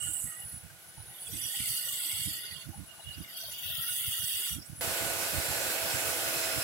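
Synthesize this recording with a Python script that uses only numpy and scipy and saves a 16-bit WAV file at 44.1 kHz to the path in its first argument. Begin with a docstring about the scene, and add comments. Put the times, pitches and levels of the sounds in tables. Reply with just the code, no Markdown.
"""Belt sander at the bench

A fast motor whines over the roar of fan, gears and belt, in tones locked to the rotor and bands of noise.
Random grit ticks excite a slotted steel strip in three strokes; then the modes of a sheet-metal box ring.
Lumpy low noise is fan air buffeting the right microphone port; short patches of noise near 830 Hz leak
through the noise suppressor, which holds the steady roar down at first; at 4.809 s, as the box takes over,
it is off and the roar opens up."""
import sys
import numpy as np
from scipy import signal
from scipy.fft import rfft, irfft
from scipy.io import wavfile
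from scipy.ndimage import uniform_filter1d

SR = 44100
rng = np.random.default_rng(int(sys.argv[2]) if len(sys.argv) > 2 else 0)


def int16_out(signal):
    """Quantize to a 16-bit WAV file."""
    q = np.round(np.clip(np.atleast_2d(signal).T, -1, 1) * 32767)
    wavfile.write(sys.argv[1], SR, q.astype(np.int16))


N = 292383
T = np.arange(N) / SR   # time of every sample, s
SWITCH_S = 4.809   # a cut: from here the suppressor is off and the box replaces the strip
EARLY = T < SWITCH_S

# rotor speed, sagging under load and recovering when free; it jumps at the cuts at 0.91 and 4.81 s:
# t/s, speed/(turns per s)
ROTOR = [(0, 327), (.45, 325.7), (.905, 332.2), (.915, 337), (1.25, 336.6), (1.75, 330.3), (2.25, 327.8),
         (2.5, 327), (3.3, 331.3), (3.6, 330.6), (4.55, 327.2), (4.8, 331), (4.82, 333.2), (5.4, 333.1),
         (5.7, 331.9), (6.63, 326.4)]
# tones locked to the rotor (unbalance, gear train, fan blades, commutator): multiple of rotor speed
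MULTIPLES = [1, 2, 2.205, 4.41, 8.8, 18, 31, 37]
# mean strength of each of those tones: level before switch/dB, level after/dB, left-right/dB
TONES = [(-54.5, -57, -1), (-57, -52.5, -20), (-62, -61, -6), (-48, -51, 0), (-53, -56.5, 0.5),
         (-56, -124, 2.5), (-46, -46, -2.5), (-52.5, -50, -2)]
WAVER_DB = 1.6   # spread of each tone's level
# the hands leave the belt and stop shading the high whine: start t/s, end t/s, lift/dB
HANDS_OFF = [(0.4, 0.535, 2.5), (4.659, 4.81, 3)]
SHADED_ABOVE, HANDS_MOVE_S = 30, .03   # shaded multiples of the rotor lie above this; time of the hands' move

# colour of the roar: f/Hz, relative level per Hz/dB
ROAR = [(120, -43), (200, -21), (386, -9.5), (667, -6), (772, -4), (1050, -10), (1490, -4), (1890, -9),
        (2530, -8.5), (3580, -8), (6080, -11), (10500, -11), (15700, -14.5)]
ROAR_DB = -33   # all bands together
# stereo balance of the machine: f/Hz, left-right/dB
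ROAR_BALANCE = [(60, -18.0), (110, -17.0), (200, -12), (380, -7), (700, -4.5), (1290, -2), (2380, -5),
                (4400, 0), (8120, -7), (15000, 3)]
# resonances of the housing: f/Hz, width/Hz, level/dB
HOUSING = [(656, 84, -56.5), (1535, 86, -47.5), (2124, 290, -49), (3640, 11, -63), (6570, 50, -68),
           (7510, 47, -70.5), (11500, 150, -57), (11780, 320, -52.5)]
# likeness of left and right in the finished stereo sound; treble above 7 kHz is nearly mono: f/Hz, likeness
LIKENESS = [(300, 0.98), (520, 0.84), (770, 0.24), (1500, 0.083), (3000, 0.19), (6300, 0.062), (7300, 0.93),
            (15000, 1)]
# left channel's lead in samples, applied only below 6500 Hz; the near-mono treble has none
LEFT_LEAD, LEAD_BELOW_HZ = 7, 6500

# the strip on the belt: t/s, pressure as relative level/dB, tilt/(dB per octave), lift of the ring/dB
STROKES = [(0.0, -39.5, 0, 5), (0.22, -41.5, 3, 5), (0.35, -42, -0.2, -1), (0.5, -42.5, 1, -2),
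           (0.62, -49.5, 1, 0), (1.0, -53, -5.1, 2.5), (1.15, -43, -1, 2.5), (1.3, -40, 1, 0),
           (1.45, -38.5, 0.3, 2), (1.75, -37.5, 0.6, 0.6), (2.25, -38, 0, 2.2), (2.36, -38.5, 0.1, -4.5),
           (2.62, -41.5, -1.5, 2), (2.7, -48.5, -1, -3), (2.8, -53, 6.5, -5), (2.98, -53.5, -2, -14),
           (3.09, -43, 0.5, -10), (3.28, -42, -0.5, -1), (3.36, -39.5, -0.5, 2.5), (3.52, -41, 0.2, -5),
           (3.7, -37.5, 0.1, -3.5), (3.9, -37, 0.8, 0), (4.1, -37, 0.7, 0), (4.3, -37, 0.5, 0.5),
           (4.53, -37, -0.15, 1), (4.6, -47.5, -1.5, -1), (4.66, -49, 5, 6), (4.8, -51, -1, 0.3)]
TILT_HZ, RING_HZ, RING_OCTAVES = 5860, 8600, 0.19   # pivot of the tilt; centre and width of the loudest ring
# modes of the strip: f/Hz, width/Hz, relative level/dB, left-right/dB
STRIP = [(1473, 13, -8.5, -16), (1915, 93, -7, -14), (2130, 270, -8, 18), (2901, 105, 1.5, -2),
         (3332, 430, -1.5, -14), (4434, 230, 0.5, -5), (4844, 120, -1, -0.5), (5860, 65, -4.5, -7),
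         (6554, 130, -11.5, 15), (7070, 46, -9.5, -16), (8142, 280, -2.5, -9.5), (8500, 380, -12, -14.5),
         (8880, 150, -9, -12), (9610, 110, -10, 2), (10390, 790, -2, -9), (11040, 250, -15, 1),
         (11640, 90, -10.5, 15), (12150, 470, -20, 21), (12440, 870, -8, -5), (13100, 330, -20, -23)]
# broad rasp of the grit: low f/Hz, high f/Hz, relative level/dB, left-right/dB
RASP = [(1353, 1510, -1.5, 5.5), (2646, 3900, 2, 8), (4290, 5130, -2, -15), (5520, 7060, -5.5, -11.5),
        (7070, 8850, -4, -13), (8960, 11430, -0.5, -12.5), (10600, 16500, -5, 10), (12100, 16600, -11, 5.5)]
FIRM_DB, RASP_STEEPER = -35.5, 0.21   # below firm pressure the rasp fades faster than the modes (dB per dB)
# colour of the strip's sound, which the fingers damp unevenly: f/Hz, relative level/dB in four stretches
GRIT = [(1450, 1, -4.5, -3.5, -3.5), (1990, 1.5, -2, -3.5, -3), (2840, -2, -2, -3, -4.5),
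        (3540, -12, -2.5, -2, 0.34), (4570, -6.5, -5, -4, -8.5), (5100, -8, -3, -1, -3.5),
        (6300, -3.5, -3.5, -2, -3.5), (8000, 1.2, -0.7, -2, -2.5), (9350, 1.1, 0.8, -2, 2.2),
        (11300, 1.8, 1.5, 0.5, 0.5), (13400, 1, 3, 5, 4)]
# times where the strip's colour changes, a cut at 0.91 s, then new grips: t/s
RECOLOUR_S = [.91, 2.8, 3.56]
# lift of the strip's thin low ring, which stands out at light touch: t/s, lift/dB
LOW_RING = [(0, 5.5), (.4, 5), (.55, -2), (1.2, -1.5), (2.2, 0.1), (2.65, -1), (2.82, -1), (2.9, 17.5),
            (3.05, 7.5), (3.2, 3), (3.4, 1), (4.6, 1.8)]
LOW_RING_HZ, LOW_RING_OCTAVES = 2890, .04

# colour of the air noise: f/Hz, relative level per Hz/dB
BUFFET_COLOUR = [(18, -42), (30, -16.5), (87, 1.5), (146, -1.5), (247, -12.5), (300, -4), (390, -28.5),
                 (660, -120)]
# gusts of fan air, before the gain of each port: start t/s, hold/s, level/dB
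GUSTS = [(0.035, 0.086, -46.5), (0.244, 0.014, -47), (0.379, 0.028, -55.5), (0.441, .03, -48),
         (0.535, 0.024, -44), (0.633, 0.025, -51.5), (0.884, 0.013, -59), (0.982, 0.06, -51.5),
         (1.053, 0.054, -57), (1.262, .06, -52.5), (1.339, 0.018, -38.5), (1.435, .01, -44),
         (1.6, 0.014, -45), (1.7, 0.0077, -44.5), (1.877, 0.044, -57), (1.93, 0.022, -53),
         (2.138, 0.073, -47.5), (2.261, 0.014, -37), (2.33, 0.035, -61), (2.516, 0.047, -50),
         (2.668, 0.039, -42), (2.777, .03, -40.5), (3.069, 0.017, -43), (3.17, 0.041, -46),
         (3.463, 0.011, -52), (3.643, 0.089, -50), (3.787, .01, -47), (4.073, 0.012, -42.5),
         (4.2, 0.045, -46.5), (4.345, 0.0091, -54), (4.524, 0.062, -42.5), (4.701, 0.026, -43.5),
         (4.792, 0.0084, -45), (4.877, 0.025, -41), (5.016, 0.089, -44), (5.337, 0.043, -39),
         (5.489, 0.012, -43.5), (5.56, 0.12, -48), (5.844, 0.024, -44), (5.944, 0.0062, -37),
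         (6.12, 0.013, -51.5), (6.226, 0.057, -52), (6.455, 0.015, -46), (6.57, 0.017, -41.5)]
GUST_RISE_DB_PER_S, GUST_FALL_DB_PER_S = 700, 348
BREEZE_DB, BREEZE_AFTER_DB = -66.5, -55   # mean air between gusts, before and after the switch
BREEZE_SWING_DB = 3.5

# short patches of noise near 830 Hz that leak through the noise suppressor: t/s, peak level/dB
LEAKS = [(0.601, -45), (1.0, -44), (1.08, -47), (2.74, -46), (2.981, -47)]
LEAK_HZ, LEAK_WIDTH_HZ, LEAK_S = 830, 73, 0.033
# modes of the box: f/Hz, width/Hz, starting level/dB, growth/(dB per s)
BOX = [(528, 67, -46, -1.7), (2578, 71, -53, 5), (2510, 45, -58, 3), (4260, 47, -55.5, 2.2),
       (5230, 67, -66, 13), (7580, 120, -51.5, 2.4)]
CUTOFF_HZ = 15780   # top of the finished sound


def amp(db):
    """Decibels to gain."""
    return 10 ** (np.asarray(db) / 20)


def sides(pan_db):
    """Left and right gains that differ by pan_db."""
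    return amp([[pan_db / 2], [-pan_db / 2]])


def rms_one(x):
    """Scale to rms 1."""
    return x / np.sqrt(np.mean(x ** 2) + 1e-20)


def in_time(rows):
    """Columns of a curve table at every sample."""
    s, *columns = np.transpose(rows)
    return [np.interp(T, s, c) for c in columns]


def at_hz(points, hz):
    """A spectrum read on a log frequency axis."""
    points_hz, values = np.transpose(points)
    return np.interp(np.log(hz), np.log(points_hz), values)


def bell(hz, centre_hz, octaves):
    """Bell-shaped weight around a pitch, 1 at its centre."""
    return np.exp(-(np.log2(hz / centre_hz) / octaves) ** 2)


def drift(rate_hz):
    """Slow random curve of spread 1: noise smoothed by two equal poles on a grid of 40 samples."""
    r = np.exp(-80 * np.pi * rate_hz / SR)
    noise = rng.standard_normal(N // 40 + 2002)
    slow = signal.lfilter([1], [1, -2 * r, r * r], noise)[2000:]   # start-up dropped
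    return np.interp(np.arange(N) / 40, np.arange(len(slow)), rms_one(slow))


def pair(mid_side, hz, pan_db):
    """Two unrelated signals become left and right of the likeness at this pitch."""
    alike = np.clip(at_hz(LIKENESS, hz), -1, 1)
    mid = np.sqrt(1 + alike) * mid_side[0]
    side = np.sqrt(1 - alike) * mid_side[1]
    both = np.array([mid + side, mid - side])
    if hz < LEAD_BELOW_HZ:
        both[0] = np.roll(both[0], -LEFT_LEAD)
    return both * sides(pan_db) / np.sqrt(2)


def band_pass(x, low_hz, high_hz):
    """Keep one band of a noise."""
    return signal.sosfilt(signal.butter(2, [low_hz, high_hz], "band", fs=SR, output="sos"), x)


def resonance(x, hz, width_hz):
    """A two-pole resonance driven by x; rms 1."""
    r = np.exp(-np.pi * width_hz / SR)
    return rms_one(signal.lfilter([1, 0, -1], [1, -2 * r * np.cos(2 * np.pi * hz / SR), r * r], x))


def whine(waver_db, wander):
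    """Sines follow the rotor's turning; each wavers a little in level and phase."""
    turn = 2 * np.pi * np.cumsum(in_time(ROTOR)[0]) / SR
    clear_db = 0
    for start, end, lift_db in HANDS_OFF:
        hands_away = np.clip(np.minimum(T - start, end - T) / HANDS_MOVE_S + 1, 0, 1)
        clear_db = clear_db + lift_db * hands_away * EARLY
    out = 0
    for multiple, (before_db, after_db, pan_db) in zip(MULTIPLES, TONES):
        level_db = np.where(EARLY, before_db, after_db) + waver_db * drift(8.8)
        if multiple > SHADED_ABOVE:
            level_db = level_db + clear_db
        phase = multiple * turn + wander * multiple ** 0.14 * drift(13.4)
        out = out + amp(level_db) * np.sin(phase) * sides(pan_db)
    return np.sqrt(2) * out   # sines to rms 1


def roar(flicker_db):
    """Fan air and running belt: third-octave noise bands that flicker, plus the housing's resonances."""
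    out, together = 0, drift(37)
    edges = np.geomspace(180, 18000, num=21)
    white = rng.standard_normal((2, 2, N))
    for k, (low, high) in enumerate(zip(edges, edges[1:])):
        hz = np.sqrt(low * high)
        band = band_pass(white[k % 2], low, high)   # neighbours use different noise
        gain = amp(at_hz(ROAR, hz) + flicker_db * (0.45 * together + drift(3.1)))
        out = out + gain * pair(band, hz, at_hz(ROAR_BALANCE, hz))
    out = amp(ROAR_DB) * rms_one(out)
    for k, (hz, width_hz, level_db) in enumerate(HOUSING):
        # reversed noise keeps the resonances unrelated to the bands
        rung = resonance(white[1 - k % 2, :, ::-1], hz, width_hz)
        out += amp(level_db + 2.08 * drift(18.0)) * pair(rung, hz, at_hz(ROAR_BALANCE, hz))
    return out


def scrape(grains_per_s, patchy_db, lift_db):
    """Abrasive grains tick against the strip: a broad rasp and ringing modes, damped unevenly by the fingers."""
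    ticks = rng.random((2, 2, N)) < grains_per_s / SR
    grit = rng.standard_normal((2, 2, N)) * ticks + 1e-18
    pressure_db, tilt_db, ring_db = in_time(STROKES)
    low_ring_db, = in_time(LOW_RING)
    chatter = drift(34)   # shared by all parts
    grit_hz, *colours_db = np.transpose(GRIT)
    stretch = np.searchsorted(RECOLOUR_S, T)
    rasp_db = RASP_STEEPER * (pressure_db - FIRM_DB)

    parts = []
    for low, high, level_db, pan_db in RASP:
        sound = rms_one(band_pass(grit[0], low, high))
        parts.append((np.sqrt(low * high), sound, level_db + rasp_db, pan_db))
    for hz, width_hz, level_db, pan_db in STRIP:
        parts.append((hz, resonance(grit[1], hz, width_hz), level_db, pan_db))

    out = 0
    for hz, sound, level_db, pan_db in parts:
        colour_db = np.array([np.interp(np.log(hz), np.log(grit_hz), colour) for colour in colours_db])
        stroke_db = pressure_db + tilt_db * np.log2(hz / TILT_HZ) + colour_db[stretch]
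        stroke_db = stroke_db + ring_db * bell(hz, RING_HZ, RING_OCTAVES)
        stroke_db = stroke_db + low_ring_db * bell(hz, LOW_RING_HZ, LOW_RING_OCTAVES)
        patches_db = patchy_db * (drift(5) + .4 * chatter)
        out = out + amp(stroke_db + level_db + lift_db + patches_db) * pair(sound, hz, pan_db)
    return out * EARLY


def buffet(lumpy_db, left_db, right_db):
    """Eddies push on the ports: low lumpy noise, its own in each; gusts rise fast, hold and die into the breeze."""
    hz = np.maximum(np.arange(N // 2 + 1) * SR / N, 1)
    spectrum = rfft(rng.standard_normal((2, N))) * amp(at_hz(BUFFET_COLOUR, hz))
    air = rms_one(irfft(spectrum, N))
    level_db = np.where(EARLY, BREEZE_DB, BREEZE_AFTER_DB) + BREEZE_SWING_DB * drift(6.8)
    for start, hold_s, gust_db in GUSTS:
        rise_db = GUST_RISE_DB_PER_S * np.maximum(start - T, 0)
        fall_db = GUST_FALL_DB_PER_S * np.maximum(T - start - hold_s, 0)
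        level_db = np.maximum(level_db, gust_db - rise_db - fall_db)
    return air * amp(level_db + lumpy_db * drift(50)) * amp([[left_db], [right_db]])


def leaks():
    """Noise leaking through the suppressor: short patches near 830 Hz, the same left and right."""
    swell = sum(amp(db) * np.exp(-((T - s) / LEAK_S) ** 2) for s, db in LEAKS)
    return swell * resonance(rng.standard_normal(N), LEAK_HZ, LEAK_WIDTH_HZ)


def box(patchy_db):
    """The belt rubs the box's edge; pressed harder, its modes ring up, save the lowest, which fades."""
    since, out = T - SWITCH_S, 0
    for hz, width_hz, level_db, growth_db in BOX:
        rung = resonance(rng.standard_normal((2, N)), hz, width_hz)
        gain = amp(level_db + growth_db * since + patchy_db * drift(7.1))
        out = out + gain * pair(rung, hz, at_hz(ROAR_BALANCE, hz))
    return out * (since >= 0)


def scene():
    """Machine, work pieces, leaking noise and air at the ports."""
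    machine = whine(waver_db=WAVER_DB, wander=0.57) + roar(flicker_db=1.0)
    work = scrape(grains_per_s=9000, patchy_db=1.09, lift_db=-3.0) + box(patchy_db=0.9)
    return machine + work + leaks() + buffet(lumpy_db=2.5, left_db=-21, right_db=4.5)


def suppress(x, over_db, floor_db, softness, memory_s, low_hz):
    """Above low_hz, each bin is turned down the more, the less it stands above its steady level."""
    size, hop = 1024, 256
    hz, s, bins = signal.stft(x, SR, nperseg=size, noverlap=size - hop)
    keep = np.exp(-hop / SR / memory_s)
    power = signal.lfilter([1 - keep], [1, -keep], np.abs(bins) ** 2)   # smoothed in time
    power = uniform_filter1d(power, size=3, axis=1)   # and across neighbouring bins
    # steady level: a low quantile of the bin's power before the switch
    steady = np.quantile(power[..., s < SWITCH_S], .15, axis=-1, keepdims=True)
    share = 1 - steady * amp(2 * over_db) * (hz > low_hz)[:, None] / (power + 1e-20)
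    gain = np.maximum(np.maximum(share, 0) ** softness, amp(floor_db))
    return signal.istft(bins * gain, SR, nperseg=size, noverlap=size - hop)[1][:, :N]


def record(dry):
    """Suppressed until the switch, plain after it; bottom and top are cut."""
    quiet = suppress(dry, over_db=4.0, floor_db=-21.5, softness=0.83, memory_s=0.035, low_hz=180)
    out = np.where(EARLY, quiet, dry)
    out = signal.sosfilt(signal.butter(2, 45, "high", fs=SR, output="sos"), out)
    return signal.sosfilt(signal.ellip(12, .5, 75, CUTOFF_HZ, fs=SR, output="sos"), out)


dry = scene()
out = record(dry)
int16_out(out)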